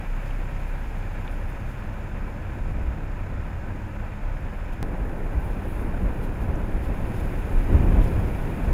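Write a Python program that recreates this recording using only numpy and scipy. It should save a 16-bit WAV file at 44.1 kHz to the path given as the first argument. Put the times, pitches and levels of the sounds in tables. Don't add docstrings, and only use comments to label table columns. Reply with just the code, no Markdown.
import sys
import numpy as np
from scipy import signal
from scipy.fft import rfft, irfft
from scipy.io import wavfile

SR = 44100
rng = np.random.default_rng(int(sys.argv[2]) if len(sys.argv) > 2 else 0)


def dump(signal):
    limited = np.clip(np.atleast_2d(signal).T, -1, 1)
    pcm = np.round(limited * 32767).astype(np.int16)
    wavfile.write(sys.argv[1], SR, pcm)


N = 384993
TIME = np.arange(N) / SR
BINS = np.fft.rfftfreq(N, 1 / SR)
CLICK_S = 4.8286


def amp(db):
    return 10 ** (np.asarray(db) / 20)


def automation(rows):
    times, *columns = np.transpose(rows)
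    return [np.interp(TIME, times, column) for column in columns]


def eq(points):
    hz, db = np.transpose(points)
    return amp(np.interp(np.log(BINS + 1), np.log(hz + 1), db))


def filtered(x, gain):
    y = irfft(rfft(x) * gain, N)
    return y / np.sqrt(np.mean(y ** 2) + 1e-20)


def noise(gain):
    return filtered(rng.standard_normal(N), gain)


def drift(rate_hz):
    return noise(1 / (1 + (BINS / rate_hz) ** 4))


def levelled_noise(points, span_s):
    x = noise(eq(points))
    power = irfft(rfft(x ** 2) * np.exp(-(BINS * span_s) ** 2), N)
    return x / np.sqrt(abs(power) + .05)


def crackle(points, per_s, spread_db):
    size = amp(spread_db * np.minimum(rng.exponential(1, N), 4))
    ticks = (rng.random(N) < per_s / SR) * rng.choice([-1, 1], N) * size
    return filtered(ticks, eq(points))


def swell(peak_s, rise_s, fall_s):
    t = TIME - peak_s
    return np.exp(-np.minimum((t / np.where(t < 0, rise_s, fall_s)) ** 2, 50))


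def harmonic(turns, order):
    return np.sqrt(2) * np.sin(2 * np.pi * (order * turns + rng.random()))


def wavering_tone(curve, tones, waver_db, wander):
    hz, db = automation(curve)
    turns = np.cumsum(hz * (1 + wander * drift(7.7))) / SR
    fade = np.clip((CLICK_S - TIME) / 0.23, 0, 1)
    out = sum(amp(level + waver_db * drift(10.3)) * harmonic(turns, order) for order, level in tones)
    return fade * amp(db) * out


# (time [s], effort [dB])
TYRE_EFFORT = [(0, 0.5), (1.3, -.5), (2.1, -3), (3.4, -4.5), (4.7, -3), (4.9, -6), (5.6, -3), (6.65, -3),
               (7.1, .5), (8, 2.5), (8.73, 1.5)]
def tyre_effort():
    return automation(TYRE_EFFORT)[0]


# (frequency [Hz], level [dB])
FIZZ_EQ = [(3500, 6), (5200, -9), (5700, -26), (6600, -23), (8000, -1), (9000, 4.5), (9900, 6.5),
           (10600, 11), (11300, 6.5), (12000, 2), (13200, 8.5), (13800, -2), (14500, 11), (15700, -2)]
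def fizz(calm_db=-65, windy_db=-60):
    level = np.where(TIME < CLICK_S, calm_db, windy_db) + 0.93 * tyre_effort()
    specks = amp(-9) * crackle(FIZZ_EQ, per_s=1200, spread_db=6)
    return amp(level + 0.6 * drift(25)) * (noise(eq(FIZZ_EQ)) + specks)


# (frequency [Hz], level [dB])
HISS_EQ = [(2500, 4), (3600, 7), (4250, 1), (4650, 3.5), (4900, 2), (5350, 4.5), (5650, -3.5), (6400, 3.5),
           (7300, 3), (8000, -6), (12000, -12.5)]
def tyre_hiss(rolling_db=-62, floor_db=-66):
    stones = amp(-8) * crackle(HISS_EQ, per_s=700, spread_db=5.5)
    gain = np.hypot(amp(rolling_db + 1.027 * tyre_effort()), amp(floor_db))
    return gain * (noise(eq(HISS_EQ)) + stones)


# (centre [s], half length [s], relative crackle [dB], relative sizzle [dB])
SIZZLE_SWELLS = [(.28, .05, -65, -67.5), (.7, .03, -76, -66), (1.321, .02, -72, -64), (1.5, .018, -72, -62),
                 (1.71, .035, -65, -63), (4.735, 0.013, -65, -65), (5.462, .06, -76, -62),
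                 (5.74, 0.11, -78, -59.5), (6.24, .025, -62, -59), (6.43, 0.023, -62, -63),
                 (6.85, .03, -59, -61), (7.179, .05, -58.5, -61), (8.05, .04, -58, -58)]
def sizzle_swells(trim_db=1.5, grains_per_s=4000, clump_db=2):
    cracks = crackle(HISS_EQ, grains_per_s, spread_db=3)
    sizzle = crackle(FIZZ_EQ, grains_per_s, spread_db=3)
    swells = sum(swell(s, half, half) * (amp(crackle_db) * cracks + amp(sizzle_db) * sizzle)
                 for s, half, crackle_db, sizzle_db in SIZZLE_SWELLS)
    return amp(trim_db + clump_db * drift(45)) * swells


# (time [s], relative level [dB], ring [Hz], 60 dB decay [s])
GRIT_TICKS = [(.308, -32, 2700, .015), (1.277, -24, 2740, 0.012), (6.555, -47.5, 6400, 0.03),
              (6.85, -56, 4470, 0.066), (8.012, -42, 3297, 0.029), (8.076, -46, 4576, 0.034)]
def grit(trim_db=-3, width=0.26, attack_s=0.0012):
    out = np.zeros(N)
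    t = np.arange(SR // 10) / SR
    attack = np.minimum(t / attack_s, 1)
    for s, db, hz, t60 in GRIT_TICKS:
        ring = noise(1 / (1 + ((BINS / hz - 1) / width) ** 2) ** 2)[:len(t)]
        start = round(s * SR)
        out[start:start + len(t)] += ring * attack * amp(db + trim_db - 60 * t / t60)
    return out


# (time [s], pitch [Hz], relative level [dB])
HUM_CURVE = [(0, 102.8, -56), (1, 104.2, -61), (1.55, 103, -46), (2.4, 105.6, -45.5), (3.3, 102.6, -50),
             (3.85, 103.2, -43.5), (4.8, 102.1, -52)]
# (harmonic [x pitch], gain [dB])
HUM_HARMONICS = [(1, 2.5), (2, -3), (3, -9.5)]
def drive_train():
    return amp(-.5) * wavering_tone(HUM_CURVE, HUM_HARMONICS, waver_db=2.5, wander=0.0039)


# (time [s], pitch [Hz], relative level [dB])
DRONE_CURVE = [(0, 32.02, -52), (1.1, 31.47, -44), (1.9, 30.87, -47.5), (2.6, 30.82, -39.5),
               (3.2, 30.43, -41.5), (3.7, 29.86, -39), (4.2, 29.8, -49.5), (4.8, 29.6, -38)]
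# (harmonic [x pitch], gain [dB])
DRONE_HARMONICS = [(2, 1), (3, -1), (5, -12.5)]
def wheels():
    return amp(-1) * wavering_tone(DRONE_CURVE, DRONE_HARMONICS, waver_db=3, wander=0.0055)


# (time [s], firing rate [Hz], relative level [dB])
ENGINE_CURVE = [(0, 32.25, -29), (.8, 32.24, -29), (1.3, 31.8, -30), (1.8, 32.15, -34), (2.2, 32.65, -32),
                (3.1, 32.35, -32), (3.6, 32.04, -39.5), (4.3, 32, -30), (5.2, 31.13, -40),
                (6.8, 30.58, -36.5), (7.2, 30.78, -33.5), (7.8, 31.6, -26.5), (8.73, 31.3, -44)]
# (harmonic [x firing rate], base level [dB])
EXHAUST_HARMONICS = [(2, -47.5), (3, -45.5), (4, -46.5), (5, -61)]
def engine(trim_db=-.3, throb_db=1.8, uneven_db=2.5, duck_db=-4):
    hz, db = automation(ENGINE_CURVE)
    turns = np.cumsum(hz) / SR
    duck = duck_db * (TIME > CLICK_S)
    tones = [(1, db + trim_db + throb_db * drift(5.7))]
    tones += [(order, level + uneven_db * drift(4.4) + duck) for order, level in EXHAUST_HARMONICS]
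    return sum(amp(level) * harmonic(turns, order) for order, level in tones)


# (frequency [Hz], level [dB])
RUSH_EQ = [(100, -1.5), (380, -1), (560, 3.5), (660, 0.5), (1010, 0.5), (1160, -6), (1290, -4), (1560, 0),
           (2080, -7.5), (2400, -5.5), (2750, -11.5), (3000, -18), (3600, -26.5), (5800, -58)]
# (frequency [Hz], width [Hz], gain [dB])
RUSH_RINGS = [(392, 37, -14), (552, 14, 3), (589, 8.7, 3.5), (624, 18, -2.5), (780, 25, 1.5), (1262, 21, 5),
              (1300, 13, 5.5), (1470, 26, 0.5), (1532, 25, 3.5), (1576, 14, 3), (1573, 42, -5),
              (1620, 30, -1), (1742, 16, -11), (1742, 36, 5)]
def tyre_rush(base_db=-42.5, crossover_hz=2000, grain_db=0.95):
    effort = tyre_effort()
    rings = amp(sum(db / (1 + (2 * (BINS - hz) / width) ** 2) for hz, width, db in RUSH_RINGS))
    rush = noise(eq(RUSH_EQ) * rings) * amp(grain_db * drift(64))
    body = irfft(rfft(rush) / (1 + (BINS / crossover_hz) ** 8), N)
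    treble = (rush - body) * amp(1.43 + 0.61 * effort)
    level = base_db + 0.074 * effort + 0.11 * np.maximum(wind_strength(), 0)
    return amp(level) * (body + treble)


def click(step_db=-17, decay_s=0.0021):
    t = TIME - CLICK_S
    return -np.sign(t) * amp(step_db) / 2 * np.exp(-abs(t) / decay_s)


# (time [s], pitch [Hz], relative peak [dB], half length [s])
WIND_THUMPS = [(2.889, 58, -22, 0.035), (5.03, 44.8, -20, 0.017), (5.378, 54.8, -13, 0.018),
               (5.829, 60, -21, 0.013), (6.04, 183, -27.5, 0.036), (6.07, 45, -17, 0.033),
               (6.746, 35, -16, .02), (6.908, 35.2, -12, 0.014), (7.228, 45, -19, 0.013),
               (7.57, 29.9, -13, 0.036), (7.752, 57, -4.5, 0.01), (7.8, 120, -19, 0.016),
               (7.99, 46.1, -7.5, 0.017), (8.185, 108, -20, 0.018), (8.683, 71.4, -21, 0.024)]
def thumps(trim_db=-1):
    out = np.zeros(N)
    for s, hz, db, half in WIND_THUMPS:
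        t = TIME - s
        out -= amp(db + trim_db) * np.exp(-(t / half) ** 2) * np.cos(2 * np.pi * hz * t)
    return out


# (time [s], strength [dB])
WIND_BED = [(0, -8.5), (2.3, -7.3), (3.7, -6), (4.1, -8.5), (4.82, -5), (4.84, -1), (5.6, 0), (6.4, 1),
            (7.5, 0.5), (8.73, 2.5)]
# (peak time [s], rise [s], fall [s], lift [dB])
WIND_GUSTS = [(2.88, .22, 0.11, 5), (4.85, .015, 0.049, 2.5), (6.06, 0.034, 0.034, 1.5),
              (6.54, 0.061, .04, 4), (7.74, .07, 0.2, 10), (7.98, 0.12, 0.32, 5.5), (8.7, 0.038, 0.043, 6)]
def wind_strength():
    bed, = automation(WIND_BED)
    return bed + sum(db * swell(s, rise, fall) for s, rise, fall, db in WIND_GUSTS)


# (frequency [Hz], level [dB])
BUFFET_EQ = [(5, -13), (14, -5), (22, 9.5), (32, 4.5), (48, 0.5), (70, -1), (100, -5), (150, -24),
             (300, -66), (1000, -110)]
FLUTTER_EQ = [(50, -1), (95, 2), (130, 1), (180, 0), (260, -4), (400, -14), (800, -51), (3000, -100)]
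ROAR_EQ = [(150, -20), (300, -1), (420, -4), (550, -5.5), (700, -8.5), (1000, -12.5), (1200, -20),
           (2000, -25.5), (4000, -52), (8000, -90)]
def wind(buffet_db=-28, flutter_db=-33.5, roar_db=-39.5):
    strength = wind_strength()
    calm_db = -5 * (TIME < CLICK_S)
    churn = amp(1.32 * drift(17))
    buffet = amp(buffet_db + 0.88 * strength + drift(7.2)) * levelled_noise(BUFFET_EQ, span_s=0.2)
    flutter = amp(flutter_db + 0.9 * strength) * levelled_noise(FLUTTER_EQ, span_s=0.15)
    roar = amp(roar_db + 0.68 * strength + calm_db) * levelled_noise(ROAR_EQ, span_s=0.1)
    return buffet + churn * (flutter + roar)


def scene():
    car = engine() + drive_train() + wheels() + tyre_rush() + tyre_hiss()
    return (car + sizzle_swells() + grit() + wind() + thumps() + fizz() + click())[None]


def record(dry):
    low_pass = signal.firwin(511, 15800, window=("kaiser", 9), fs=SR)
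    return signal.oaconvolve(dry, low_pass[None], "same")


dry = scene()
out = record(dry)
dump(out)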